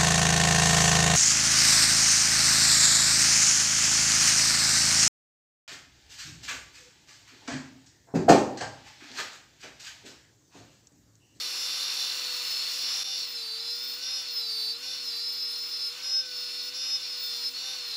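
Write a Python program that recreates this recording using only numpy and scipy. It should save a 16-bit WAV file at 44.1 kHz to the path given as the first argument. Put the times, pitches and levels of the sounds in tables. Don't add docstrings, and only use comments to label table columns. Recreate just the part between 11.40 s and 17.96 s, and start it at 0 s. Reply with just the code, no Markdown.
import sys
import numpy as np
from scipy import signal
from scipy.fft import rfft, irfft
from scipy.io import wavfile
from scipy.ndimage import uniform_filter1d

SR = 44100
rng = np.random.default_rng(int(sys.argv[2]) if len(sys.argv) > 2 else 0)


def to_wav(s):
    ch = np.atleast_2d(s).T
    pcm = np.round(np.clip(ch, -1, 1) * 32767)
    wavfile.write(sys.argv[1], SR, pcm.astype(np.int16))


def level_to_linear(level):
    exponent = np.asarray(level, float) / 20
    return 10 ** exponent


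N = 289296
STEP = 32
T = np.arange(N) / SR
T_CONTROL = T[::STEP]
HZ = np.fft.rfftfreq(N, 1 / SR)

PINION, WHEEL, BLADES = 10, 37, 31
MID_HZ = 490
RANGE_ENDS = (9.4, 10.5, 12.5, 20.5)

# start in seconds, rotor speed it settles to in Hz,
# time the change takes in seconds, fan whistle level in dB.
PUSHES = [(0.0, 508.8, 0.24, -65.5), (.507, 495.4, 0.31, -51), (.997, 490, .099, -50),
          (1.096, 510, 0.46, -50), (1.727, 449.8, 0.26, -53), (2.13, 471.8, 0.075, -55.5),
          (2.322, 484.8, .012, -51), (2.45, 479, 0.078, -49), (2.557, 518.2, .012, -58),
          (2.733, 471.3, .149, -55), (2.882, 452.7, 0.18, -50), (3.274, 470.2, 0.046, -56),
          (3.348, 514.8, .021, -63), (3.489, 460.6, 0.15, -51), (3.767, 473.5, 0.059, -53),
          (3.93, 471, 0.039, -51.5), (4.063, 475.5, 0.013, -50), (4.299, 470.4, .012, -49),
          (4.499, 518.2, 0.022, -64), (4.785, 488, .077, -58), (5.255, 516.2, .079, -56.5),
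          (5.382, 519.8, .142, -56), (5.524, 485.7, 0.11, -54), (5.741, 496.8, 0.024, -53),
          (5.789, 474.6, .029, -51), (6.019, 465.7, .019, -58), (6.053, 515, .08, -56),
          (6.28, 482.2, 0.11, -59), (6.362, 445.3, .2, -57)]
# time in seconds, bearing in dB,
# lean toward the mesh order in dB, sharpness of contact in dB.
SEATS = [(0.0, 4, 1, 7), (.4, 4.5, -6, 9), (1.3, 5, 1, 6), (1.645, 4, -1.5, 3), (1.86, -2, -2.2, -7),
         (2.03, -5, 9, 7), (2.2, 1, -0.5, -7), (2.35, -0.5, 3, -7), (2.555, -3, 0.4, -8),
         (2.63, 2, 1.2, -1), (2.82, 0, -1, -12), (2.97, -0.5, 2.5, -8), (3.1, -2, 8, 12),
         (3.334, -5, -2, -11), (3.43, 2, -0.5, 6), (3.57, 0, -1, -8), (3.69, 1, 0.5, -15),
         (3.85, -0.3, 1.5, -13), (4.5, -5.5, -2.5, -5), (4.635, -1.5, 5.5, -4), (4.819, -2.5, 0, -5),
         (4.915, 1.5, -1, 12), (5.305, -4.5, -4, -8), (5.345, 0.9, 3.5, 0), (5.58, -2, -2, -10.5),
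         (5.64, 3, 1, -16), (6.105, -8.5, 4, -10), (6.15, 2, -7.5, 2), (6.36, -0.3, -6, -9),
         (6.47, 0, -7, -11)]
# time in seconds, nearness over the usual in dB.
REACH = [(0.0, -1.2), (.5, 1), (1.2, 1.2), (1.45, -1.2), (1.65, 1), (1.9, 1.7), (2.1, 0.4), (2.7, 0.3),
         (3.3, 0), (3.55, 0.6), (4.0, -1), (4.6, 1), (4.82, -4.5), (5.1, 0.6), (5.55, -1.7), (5.85, 1.4),
         (6.1, 0.3), (6.45, 2.6)]
# centre in seconds, half width in seconds, depth 0-1.
GAP = (1.637, 0.0037, 0.86)

HUM_ORDERS = [
    (0, 1),
    (0, 2),
    (1, -1),
    (1, 0),
    (3, 0),
]
# level in dB, swell in dB, gain in dB per 10 Hz of slowing.
HUM_LEVELS = [(-75, 0.1, -0.7), (-70, 1, 0.28), (-73, 2.5, -1), (-61, 1.5, 0.65), (-61, 2.7, -1.35)]
WHINE_ORDERS = [(1, 2), (2, -1), (2, 0), (4, 0), (5, -1), (0, 18), (5, 0), (6, -2), (6, -1), (6, 0), (7, 0),
                (8, -3), (7, 1), (8, -2), (8, -1), (8, 0), (0, 30), (9, -3), (8, 1), (8, 2), (9, -1),
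                (0, 33), (9, 0), (9, 1), (10, -2), (10, -1), (10, 0), (11, -3), (10, 1), (11, -2), (10, 2),
                (11, -1), (11, 0), (11, 1), (12, 0), (13, 0), (13, 1), (14, 0), (14, 1), (16, 0), (18, 2),
                (19, -1), (19, 0), (19, 1), (20, -1), (20, 0), (20, 1), (21, 0), (21, 1), (22, 0), (23, 0),
                (24, 0), (25, -1), (28, -1), (28, 0), (28, 1), (30, 0)]
# level in dB, gain in dB per 10 Hz of slowing.
WHINE_LEVELS = [(-84.5, -7), (-86, 5), (-79.5, 2), (-69.5, -0.5), (-80, -4), (-66.5, 0), (-75, -2),
                (-70.5, -1.5), (-72.5, -2.5), (-74.5, -3), (-70.5, -2), (-80, 1), (-81, -7), (-69, 1),
                (-87, 2), (-71.5, 2), (-75.5, -3.5), (-94, -6), (-83, -7.5), (-74, 2.5), (-60, 0.2),
                (-81.5, 5.5), (-60.5, 0.6), (-85, 5), (-70, -1), (-66, 0), (-53.5, 0), (-92, 0),
                (-63.5, -1.4), (-82, -5), (-61.5, 1), (-65.5, 4), (-52.5, -0.68), (-57, -1), (-61.5, 0),
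                (-72.5, 1.5), (-76, 1), (-81, 1), (-79, -5), (-76, -1), (-91, .8), (-93, -3), (-79, 1.5),
                (-84, 0.5), (-85.5, -5.5), (-69, 0.9), (-92, 7.5), (-81.5, 3.6), (-81, -6), (-86, -8.4),
                (-85, -6), (-91, -4.3), (-87, -4.5), (-92, -2), (-94, -.3), (-88, -2), (-84, 4)]
# level in dB,
# dB per dB of bearing, dB per dB of lean, dB per dB of sharpness.
ANSWERS = [
    (0.14, 0.93, 0.01, 0.01),
    (-0.46, 0.69, 1.07, 0.01),
    (0, 1.05, 0.47, 0.06),
    (-1.5, 1.1, 0.72, 0.15),
    (-3.5, 0.9, 0.18, 0.88),
]
# level in dB, dB per dB of bearing, of lean, of sharpness.
SIDEBAND_ANSWER = (-0.32, -0.11, -0.27, 0.02)
# centre in Hz, width in Hz, level over the plain wall in dB.
HOUSING = [(823, 8, 0), (1220, 360, 7), (2675, 77, 9), (2870, 210, 8.5), (3592, 78, 21.5), (4058, 90, 20),
           (4325, 245, 15), (4617, 99, 11.5), (5178, 44, 21), (5704, 120, 7), (6050, 25, -17),
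           (6450, 48, 9), (7025, 39, 10), (7200, 91, 10.5), (9000, 170, 3), (9464, 120, 10.5),
           (10130, 80, 5.5), (10870, 120, 7.5), (11500, 210, 7.5), (12400, 120, 5), (13600, 130, 6)]

# frequency in Hz, density in dB per Hz.
AIR_COLOUR = [(25, -124), (90, -114), (180, -104), (320, -96.5), (650, -97), (1000, -91.5), (1600, -88.5),
              (2400, -84), (3300, -86.5), (5000, -110)]
# frequency in Hz, density in dB per Hz.
RATTLE_COLOUR = [(2400, -110), (3300, -99.5), (4300, -87.5), (5300, -90), (5900, -91.5), (6800, -100),
                 (8000, -115)]
# frequency in Hz, density in dB per Hz.
WIRE_COLOUR = [(4500, -110), (6000, -88), (7500, -88.5), (8500, -93.5), (11000, -97), (14000, -95),
               (16000, -103)]
# level in dB, gain while the tool is nearer in dB, gain in dB per 10 Hz of slowing,
# dB per dB of bearing, dB per dB of lean.
NOISE_LEVELS = [
    (-2.5, 6, 0.13, -0.02, -0.19),
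    (-2, 6, -.5, 0.02, 0.07),
    (-2, 6, -.1, 0.29, 0.14),
]


def fine(slow):
    return np.interp(T, T_CONTROL, slow)


def walk(rate_hz):
    hold = int(SR / STEP / rate_hz)
    count = len(T_CONTROL)
    held = np.repeat(rng.standard_normal(count // hold + 1), hold)
    slewed = uniform_filter1d(uniform_filter1d(held, hold), hold)
    return 1.58 * slewed[:count]


def steps(start_s, levels, ramp_s):
    jumps = np.diff(levels, prepend=0)
    ramps_s = ramp_s + 0 * start_s
    return sum(jump * np.clip((T_CONTROL - s) / r, 0, 1) for s, jump, r in zip(start_s, jumps, ramps_s))


def tone(cycles, db, wobble_db, blur_cycles):
    wander = walk(21.974)
    size = fine(np.sqrt(2) * level_to_linear(db + wobble_db * wander))
    phase = cycles + rng.random() + fine(blur_cycles * wander[::-1])
    return size * np.sin(2 * np.pi * phase)


def rotor_speed():
    start_hz, lag_s = 498.2, 0.0665
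    start_s, hz, ramp_s, _ = np.transpose(PUSHES)
    keep = np.exp(-STEP / SR / lag_s)
    return start_hz + signal.lfilter([1 - keep], [1, -keep], steps(start_s, hz - start_hz, ramp_s))


def seating():
    seat_s = 0.014
    at_s, *columns = np.transpose(SEATS)
    return [steps(at_s - seat_s, column, seat_s) for column in columns]


def housing_db(hz):
    rings = sum(level_to_linear(2 * db) / (1 + (2 * (hz - centre_hz) / width_hz) ** 2) for centre_hz, width_hz, db in HOUSING)
    return 10 * np.log10(1 + rings)


def hiss(colour, turns, beat, flicker_db, pattern=0):
    ring_share = 0.82
    hz, db = np.transpose(colour)
    pulse = 1 + beat * np.cos(2 * np.pi * turns)
    noise = rng.standard_normal(N) * pulse * fine(level_to_linear(flicker_db * walk(25)))
    gain_db = np.interp(np.log(HZ + 1), np.log(hz), db) + ring_share * housing_db(HZ)
    return irfft(rfft(noise + pattern) * level_to_linear(gain_db), N) * np.sqrt(SR / 2)


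def cooling_air(rotor):
    return hiss(AIR_COLOUR, rotor, beat=0.13, flicker_db=0.7)


def brush_wires(brush):
    return hiss(WIRE_COLOUR, brush, beat=0.096, flicker_db=0.73)


def tooth_flaws(rotor, brush, db):
    pinion = sum(np.sin(2 * np.pi * (n * rotor + rng.random())) for n in range(6, 14))
    wear = sum(tone(m * brush, 0, wobble_db=3.7, blur_cycles=0.044) for m in range(3, 5))
    flaws = pinion * wear
    return level_to_linear(db) * flaws / flaws.std()


def gear_rattle(rotor, brush):
    flaws = tooth_flaws(rotor, brush, db=-5)
    return hiss(RATTLE_COLOUR, brush, beat=0.2, flicker_db=0.97, pattern=flaws)


def noises(hz, rotor, brush):
    bearing_db, lean_db, _ = seating()
    near = T_CONTROL < GAP[0]
    reach_db = np.interp(T_CONTROL, *np.transpose(REACH))
    sources = [gear_rattle(rotor, brush), cooling_air(rotor), brush_wires(brush)]
    out = 0
    for source, (db, near_db, slope_db, per_bearing, per_lean) in zip(sources, NOISE_LEVELS):
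        level_db = db + reach_db + near_db * near + slope_db * (MID_HZ - hz) / 10
        level_db = level_db + per_bearing * bearing_db + per_lean * lean_db
        out = out + level_to_linear(fine(level_db)) * source
    return out


def hum(hz, rotor, brush):
    out = 0
    for (n, m), (db, swell_db, slope_db) in zip(HUM_ORDERS, HUM_LEVELS):
        level_db = db + swell_db * walk(3.82) + slope_db * (MID_HZ - hz) / 10
        out = out + tone(n * rotor + m * brush, level_db, wobble_db=1.0, blur_cycles=0.028)
    return out


def fan(hz, rotor, brush):
    best_hz, below_db_per_hz, above_db_per_hz, drift_db = 484, 0.35, 0.5, 1
    start_s, _, ramp_s, aim_db = np.transpose(PUSHES)
    push_db = aim_db[0] + steps(start_s, aim_db - aim_db[0], ramp_s)
    loss_db = np.where(hz < best_hz, below_db_per_hz, above_db_per_hz) * abs(hz - best_hz)
    db = push_db - loss_db + drift_db * walk(14)
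    blades = BLADES * rotor
    lower = tone(blades - brush, db - 28, wobble_db=3, blur_cycles=0.1)
    upper = tone(blades + brush, db - 13, wobble_db=3, blur_cycles=0.1)
    return tone(blades, db - 0.5 + 2.7 * walk(90), wobble_db=3.9, blur_cycles=0.16) + lower + upper


def gears(hz, rotor, brush):
    seats_db = seating()
    range_db = [db + np.dot(shares, seats_db) for db, *shares in ANSWERS]
    side_db = SIDEBAND_ANSWER[0] + np.dot(SIDEBAND_ANSWER[1:], seats_db)
    out = 0
    for (n, m), (db, slope_db) in zip(WHINE_ORDERS, WHINE_LEVELS):
        order = n + m * PINION / WHEEL
        is_sideband = n * m != 0
        level_db = db + slope_db * (MID_HZ - hz) / 10
        level_db = level_db + range_db[np.searchsorted(RANGE_ENDS, order)] + side_db * is_sideband
        level_db = level_db + housing_db(order * hz)
        out = out + tone(n * rotor + m * brush, level_db, wobble_db=1.82, blur_cycles=0.019)
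    return out


def scene():
    hz = rotor_speed()
    rotor = np.cumsum(fine(hz)) / SR
    brush = rotor * PINION / WHEEL
    mix = noises(hz, rotor, brush) + hum(hz, rotor, brush) + fan(hz, rotor, brush) + gears(hz, rotor, brush)
    return mix[None]


def top_cut(x):
    return signal.sosfilt(signal.butter(12, 16780, fs=SR, output="sos"), x)


def record(dry):
    at_s, half_s, depth = GAP
    faded = dry * (1 - depth * np.exp(-((T - at_s) / half_s) ** 2))
    bass = signal.butter(2, 55, "high", fs=SR, output="sos")
    top = signal.ellip(12, 0.3, 70, 15720, fs=SR, output="sos")
    mix = signal.sosfilt(np.vstack([bass, top]), faded)
    return top_cut(mix)


dry = scene()
out = record(dry)
to_wav(out)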